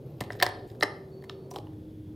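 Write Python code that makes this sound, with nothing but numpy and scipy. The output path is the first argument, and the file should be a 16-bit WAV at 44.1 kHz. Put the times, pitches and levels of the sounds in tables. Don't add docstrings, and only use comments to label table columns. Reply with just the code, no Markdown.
import sys
import numpy as np
from scipy import signal
from scipy.fft import rfft, irfft
from scipy.io import wavfile
from scipy.ndimage import uniform_filter1d

SR = 44100
rng = np.random.default_rng(int(sys.argv[2]) if len(sys.argv) > 2 else 0)


def decibels_to_gain(level_db):
    exponent = np.asarray(level_db, float) / 20
    return 10 ** exponent


def file_out(sig):
    cols = np.atleast_2d(sig).T
    lim = np.clip(cols, -1, 1)
    pcm = np.round(lim * 32767).astype(np.int16)
    wavfile.write(sys.argv[1], SR, pcm)


N = 94815


def rms_one(x):
    return x / np.sqrt(np.mean(x ** 2) + 1e-20)


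def at_hz(points, hz, column=1):
    p = np.array(points, float)
    return np.interp(np.log(np.maximum(hz, 1)), np.log(p[:, 0]), p[:, column])


def colour(x, points):
    gain = decibels_to_gain(at_hz(points, np.fft.rfftfreq(N, 1 / SR)))
    return irfft(rfft(x) * gain, N)


def band(x, low_hz, high_hz):
    sos = signal.butter(3, [low_hz, high_hz], "band", fs=SR, output="sos")
    return signal.sosfilt(sos, x)


def ring(clicks, hz, t60):
    radius = decibels_to_gain(-60 / (t60 * SR))
    angle = 2 * np.pi * hz / SR
    feedback = [1, -2 * radius * np.cos(angle), radius * radius]
    return signal.lfilter([0, np.sin(angle)], feedback, clicks + 1e-18)


def narrow(hz, width_hz):
    t60 = np.log(1000) / np.pi / width_hz
    noise = rng.standard_normal(N + SR // 4)
    return rms_one(ring(ring(noise, hz, t60), hz, t60)[-N:])


def window(s, length, edge):
    t = np.arange(N) / SR
    return np.clip((t - s) / edge, 0, 1) * np.clip((s + length - t) / edge, 0, 1)


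def hum(hz):
    wobble_hz = 3.5 * rms_one(uniform_filter1d(rng.standard_normal(N), size=3000))
    sine = np.sin(2 * np.pi * np.cumsum(hz + wobble_hz) / SR)
    return rms_one(2.2 * sine + 0.5 * narrow(hz, width_hz=33))


# f/Hz, level/dB per Hz
AIR_LOW = [(18, -44.5), (33, -29.5), (55, -10.5), (113, 3.5), (204, 0), (282, -4), (333, -3.5), (447, -9),
           (718, -25.5), (1500, -46.5), (1950, -68.5), (3300, -120)]
# t/s, level/dB
AIR_FLOW = [(0.0, -56), (0.28, -53.5), (0.43, -50), (0.85, -54), (0.98, -55.5), (1.23, -58.5), (1.51, -54),
            (1.979, -71), (2.15, -65)]
# f/Hz, level/dB per Hz
HISS = [(710, -29.5), (1200, -2), (1730, -2.5), (2620, -4), (3360, -4.5), (4260, -6), (7910, -14.5),
        (12600, -9.5), (16000, -16)]
AIR_LOW_DB, HISS_DB = -46, -71.5
AIR_FOLLOWS = 0.65
LEVEL_DIP_S, LEVEL_DIP_LENGTH_S, LEVEL_DIP_DEPTH = 0.67, 0.046, 0.6


def airflow():
    flow_db = np.interp(np.arange(N) / SR, *np.transpose(AIR_FLOW))
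    rush = rms_one(colour(rng.standard_normal(N), AIR_LOW + [(4000, -93)]))
    upper = signal.sosfilt(signal.butter(2, 420, "high", fs=SR, output="sos"), rush)
    swell = decibels_to_gain(AIR_FOLLOWS * (flow_db - flow_db.min())) - 1
    hiss = rms_one(colour(rng.standard_normal(N), [(500, -38.0)] + HISS))
    return decibels_to_gain(AIR_LOW_DB) * (rush + swell * upper) + decibels_to_gain(HISS_DB) * hiss


# t/s, drone f/Hz, drone level/dB, blade hum f/Hz, hum level/dB
FAN = [
    (0, 133, -43.5, 470, -60),
    (.2, 116.8, -45.5, 400, -56),
    (0.802, 141.3, -52, 386.8, -48),
    (1.581, 103.9, -47, 306.4, -47.5),
]
# t/s, length/s, f/Hz, width/Hz, level/dB
WHISTLE = [
    (1.1, .4, 4450, 67, -73),
    (1.62, .53, 3400, 350, -79),
]
STEP_S = 0.012


def fan():
    ends = [row[0] for row in FAN[1:]] + [N / SR + 1]
    tones = 0
    for (s, drone_hz, drone_db, hum_hz, hum_db), end in zip(FAN, ends):
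        tone = decibels_to_gain(drone_db) * narrow(drone_hz, width_hz=27) + decibels_to_gain(hum_db) * hum(hum_hz)
        tones = tones + np.sqrt(window(s - STEP_S, end - s + STEP_S, STEP_S)) * tone
    for s, length, hz, width_hz, db in WHISTLE:
        tones = tones + decibels_to_gain(db) * window(s, length, 0.037) * narrow(hz, width_hz)
    level_dip = 1 - LEVEL_DIP_DEPTH * window(LEVEL_DIP_S, LEVEL_DIP_LENGTH_S, 0.009)
    return level_dip * (tones + airflow())


# f/Hz, level/dB per Hz, time to fall 60 dB/s
ROOM = [(300, -1, 0.77), (900, 4.5, 0.45), (1910, -3, 0.42), (3000, -1, .4), (4800, -6.5, 0.51),
        (6950, 6, 0.11), (9300, -4, 0.4), (11900, -4.5, 0.16)]
# f/Hz, side level against mid/dB
WIDTH = [(60, -48), (110, -49), (200, -33), (380, -25.5), (700, -10), (1290, 0.5), (2380, -2.5),
         (4400, -17), (8120, 0), (15000, -6.5)]
ROOM_DB, ROOM_ONSET_S = -9.5, 0.00095


def room(x):
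    t = np.arange(SR // 2) / SR
    edges = 200 * 2 ** np.arange(0, 6.6, 1 / 3)
    white = rng.standard_normal((2, 2, len(t)))
    tail = 0
    for k, (low, high) in enumerate(zip(edges, edges[1:])):
        hz = np.sqrt(low * high)
        sos = signal.butter(2, [low, high], "band", fs=SR, output="sos")
        fade = decibels_to_gain(at_hz(ROOM, hz) - 60 * t / at_hz(ROOM, hz, column=2))
        mid_side = [[1], [decibels_to_gain(at_hz(WIDTH, hz))]]
        tail = tail + signal.sosfilt(sos, white[k % 2]) * fade * mid_side
    tail = tail * (1 - np.exp(-t / ROOM_ONSET_S)) * decibels_to_gain(ROOM_DB) / 40
    return signal.fftconvolve(x[None], tail, axes=1)[:, :N]


# t/s, rise/s, length/s, level/dB, sheen level/dB, top level/dB
RUBS = [(0.204, 0.0023, 0.023, -43.5, -7, -8), (0.223, 0.021, 0.068, -58, -19, -21),
        (0.299, .015, 0.064, -56.5, -4, -14), (0.354, .006, 0.033, -65, -11, 1),
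        (0.384, 0.013, .06, -48, -18, -12), (0.428, .004, .05, -51, -25, -19),
        (0.655, 0.027, 0.089, -64.5, -3, -2), (.797, 0.0063, 0.048, -72.5, 16.5, 9.5),
        (1.224, .012, .03, -69, -5, -4.5), (1.282, 0.015, 0.054, -57, -15, -19),
        (1.503, 0.0071, 0.022, -54.5, 1.5, -1), (1.52, 0.023, 0.064, -58, -2.5, -6),
        (1.553, 0.0035, 0.043, -58.5, -8, -11), (.02, 0.047, 0.39, -72.5, -22, -2)]
# low f/Hz, high f/Hz
RUB_BANDS = [
    (1800, 4600),
    (6300, 10500),
    (11800, 14000),
]
RUB_GRAINS_PER_S, RUB_CLUMP_DB = 3500, 2.5


def rubs():
    size = decibels_to_gain(4.0 * rng.exponential(1, N)) * rng.choice([-1, 1], N)
    grains = size * (rng.random(N) < RUB_GRAINS_PER_S / SR)
    parts = []
    for edges in RUB_BANDS:
        slow = uniform_filter1d(uniform_filter1d(rng.standard_normal(N), size=150), size=150)
        clump = decibels_to_gain(RUB_CLUMP_DB * rms_one(slow))
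        parts.append(rms_one(band(grains, *edges) * clump))
    body, sheen, top = parts
    t = np.arange(N) / SR
    out = np.zeros(N)
    for s, rise, length, db, sheen_db, top_db in RUBS:
        swell = np.clip((t - s) / rise, 0, 1) ** 2
        fade = np.exp(-(1.2 * (t - s) / length) ** 2)
        out += decibels_to_gain(db) * swell * fade * (body + decibels_to_gain(sheen_db) * sheen + decibels_to_gain(top_db) * top)
    return out


NOTE_S = [.211, .210, .2195, .3045, .4308, .427, .4275, .3042, .4650, .4135, .8325, .837, .8325, .832,
          1.670, 1.296, 1.297, 1.5125, 1.560, 1.5865]
# f/Hz, level/dB, time to fall 60 dB/s
THUMPS = [(123, -27, 0.089), (296, -30.5, .03), (228, -30, 0.042), (720, -29.5, 0.027),
          (4305, -11.5, 0.0047), (958, -20, 0.02), (728, -19.5, 0.026), (1900, -27, 0.013),
          (1940, -25.5, 0.025), (2060, -27, 0.017), (400, -25, 0.051), (290, -26.5, 0.055),
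          (957, -17.5, 0.023), (746, -28, 0.027), (2970, -50, 0.012), (3260, -24.5, 0.0032),
          (1240, -34, 0.013), (5910, -38, 0.018), (890, -30, 0.028), (940, -38, 0.012)]


def thumps():
    out = np.zeros(N)
    for s, (hz, db, t60) in zip(NOTE_S, THUMPS):
        click = decibels_to_gain(db) * (np.arange(N) == int(s * SR))
        out += band(ring(click, hz, t60), 0.5 * hz, 2 * hz)
    return out


def grit(clicks):
    t = np.arange(SR // 50) / SR
    shape = np.exp(-t / 0.0014) * (1 - np.exp(-t / 0.00035))
    shape = shape / np.sqrt(np.sum(shape ** 2))
    return signal.fftconvolve(np.abs(clicks), shape)[:N] * rng.standard_normal(N)


# t/s, then
# catch, shell, tray and crack level/dB
TOUCHES = [(0.2081, -39.5, -36, -38, -51.5), (0.2081, -28.5, -32, -30.5, -36),
           (0.2164, -39, -39, -29.5, -52.5), (0.3027, -43, -36, -32.5, -58.5),
           (0.3215, -33, -55.5, -44, -48.5), (0.3521, -50, -45, -45, -63.5), (0.3997, -22, -42, -29.5, -45.5),
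           (0.4119, -30.5, -31.5, -33.5, -54), (0.4221, -32.5, -23.5, -19.5, -34),
           (0.4250, -1, -18, -10, -16), (0.4305, -11, -21.5, -27, -27.5), (.4405, -29.5, -36, -36, -44.5),
           (.4555, -31, -34, -38, -49.5), (0.4636, -17, -23, -20, -32.5), (0.4887, -36.5, -32, -52, -42.5),
           (0.7003, -42.5, -57.5, -57.5, -64), (0.7491, -51.5, -59, -58.5, -67),
           (0.8084, -23.5, -35.5, -33, -58), (0.8239, -20, -44.5, -21, -52), (0.826, -11, -21.5, -8, -35),
           (0.8312, -11, -22.5, -20, -25.5), (0.8322, -10.5, -36, -17.5, -38),
           (0.8372, -23.5, -40.5, -18.5, -51), (1.239, -44, -46.5, -40.5, -55),
           (1.296, -26.5, -43.5, -37, -49.5), (1.2225, -54, -54.5, -51, -62.5),
           (1.512, -39, -40.5, -55, -45.5), (1.5178, -47, -39, -57, -54.5), (1.5429, -48, -43, -62, -64),
           (1.5597, -24.5, -30.5, -59, -44), (1.5659, -34, -32.5, -66.5, -56),
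           (1.5854, -31, -33.5, -64, -54), (1.5985, -50, -53, -64, -68), (1.6693, -63, -48.5, -57, -64),
           (1.7314, -60.5, -64, -62.5, -69), (1.907, -63, -58.5, -75.5, -78)]
# f/Hz, level/dB, time to fall 60 dB/s
CATCH = [(2650, -14, 0.0043), (3210, -11, 0.0054), (3830, -9.5, 0.0033), (3990, -13, 0.012),
         (4450, -9, 0.0034), (5064, -14, 0.0099), (5440, -17.5, 0.011)]
# f/Hz, level/dB, time to fall 60 dB/s
SHELL = [(385.5, -2.5, 0.022), (600, -3, .03), (685, -7, 0.024), (734, -1, 0.031), (830, -5, .02),
         (977, -3, 0.02), (1140, -6, 0.0088)]
# f/Hz, level/dB, time to fall 60 dB/s
TRAY = [(1252, -6.5, 0.011), (1599, -10.5, 0.03), (1793, -4.5, 0.019), (2075, -8, 0.016)]
# f/Hz, level/dB, time to fall 60 dB/s
CRACK = [(6600, -5, 0.0018), (7460, -4.5, 0.0035), (9030, -3.5, 0.0035), (9700, -2.5, 0.0024),
         (12800, -4.5, 0.0018), (14300, -7.5, .002), (15200, -5, .002)]
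# low f/Hz, high f/Hz
BANDS = [
    (2300, 6500),
    (324, 1400),
    (1076, 2500),
    (6410, 22000),
]
CONTACT_S, CHATTER_S, MODE_SPREAD_DB = 0.0003, 0.0008, 1.5


def touches():
    rows = np.array(TOUCHES)
    at = ((rows[:, 0] + CONTACT_S) * SR).astype(int)
    out = np.zeros(N)
    for k, modes in enumerate([CATCH, SHELL, TRAY, CRACK]):
        part = 0
        for j, (hz, db, t60) in enumerate(modes):
            spread, delay, bounce = rng.standard_normal((3, len(rows)))
            size = decibels_to_gain(rows[:, k + 1] + db + MODE_SPREAD_DB * spread) * (-1) ** j
            chatter_at = at + (CHATTER_S * SR * np.abs(delay)).astype(int) + 1
            clicks = np.zeros(N)
            clicks[at] = size
            clicks[chatter_at] += 0.7 * size * bounce
            if modes is CRACK:
                clicks = grit(clicks)
            part = part + ring(clicks, hz, t60)
        out += band(part, *BANDS[k])
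    return out


# f/Hz, width/Hz
DIPS = [(6050, 190), (11700, 480)]
LIFTED_S, LIFTED_DB = 1.1, -0.5


def scene():
    case = touches() + thumps() + rubs()
    for hz, width_hz in DIPS:
        case = signal.lfilter(*signal.iirnotch(hz, hz / width_hz, fs=SR), case)
    wet, wet_side = room(case * decibels_to_gain(LIFTED_DB * window(LIFTED_S, 2, 0.052)))
    air = fan()
    mid = case + wet + air
    wide_air = colour(np.roll(air, 9000), WIDTH)
    gap = signal.butter(4, [2900, 7500], "bandstop", fs=SR, output="sos")
    side = decibels_to_gain(-11.0) * band(case, 11500, 15740) + decibels_to_gain(-1.5) * wet_side + signal.sosfilt(gap, wide_air)
    return np.array([mid + side, mid - side])


def band_limit(x):
    return signal.sosfilt(signal.butter(12, 16480, fs=SR, output="sos"), x)


def record(dry):
    top_cut = signal.ellip(10, 0.5, 70, 15900, fs=SR, output="sos")
    mix = signal.sosfilt(top_cut, dry)
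    return band_limit(mix)


dry = scene()
out = record(dry)
file_out(out)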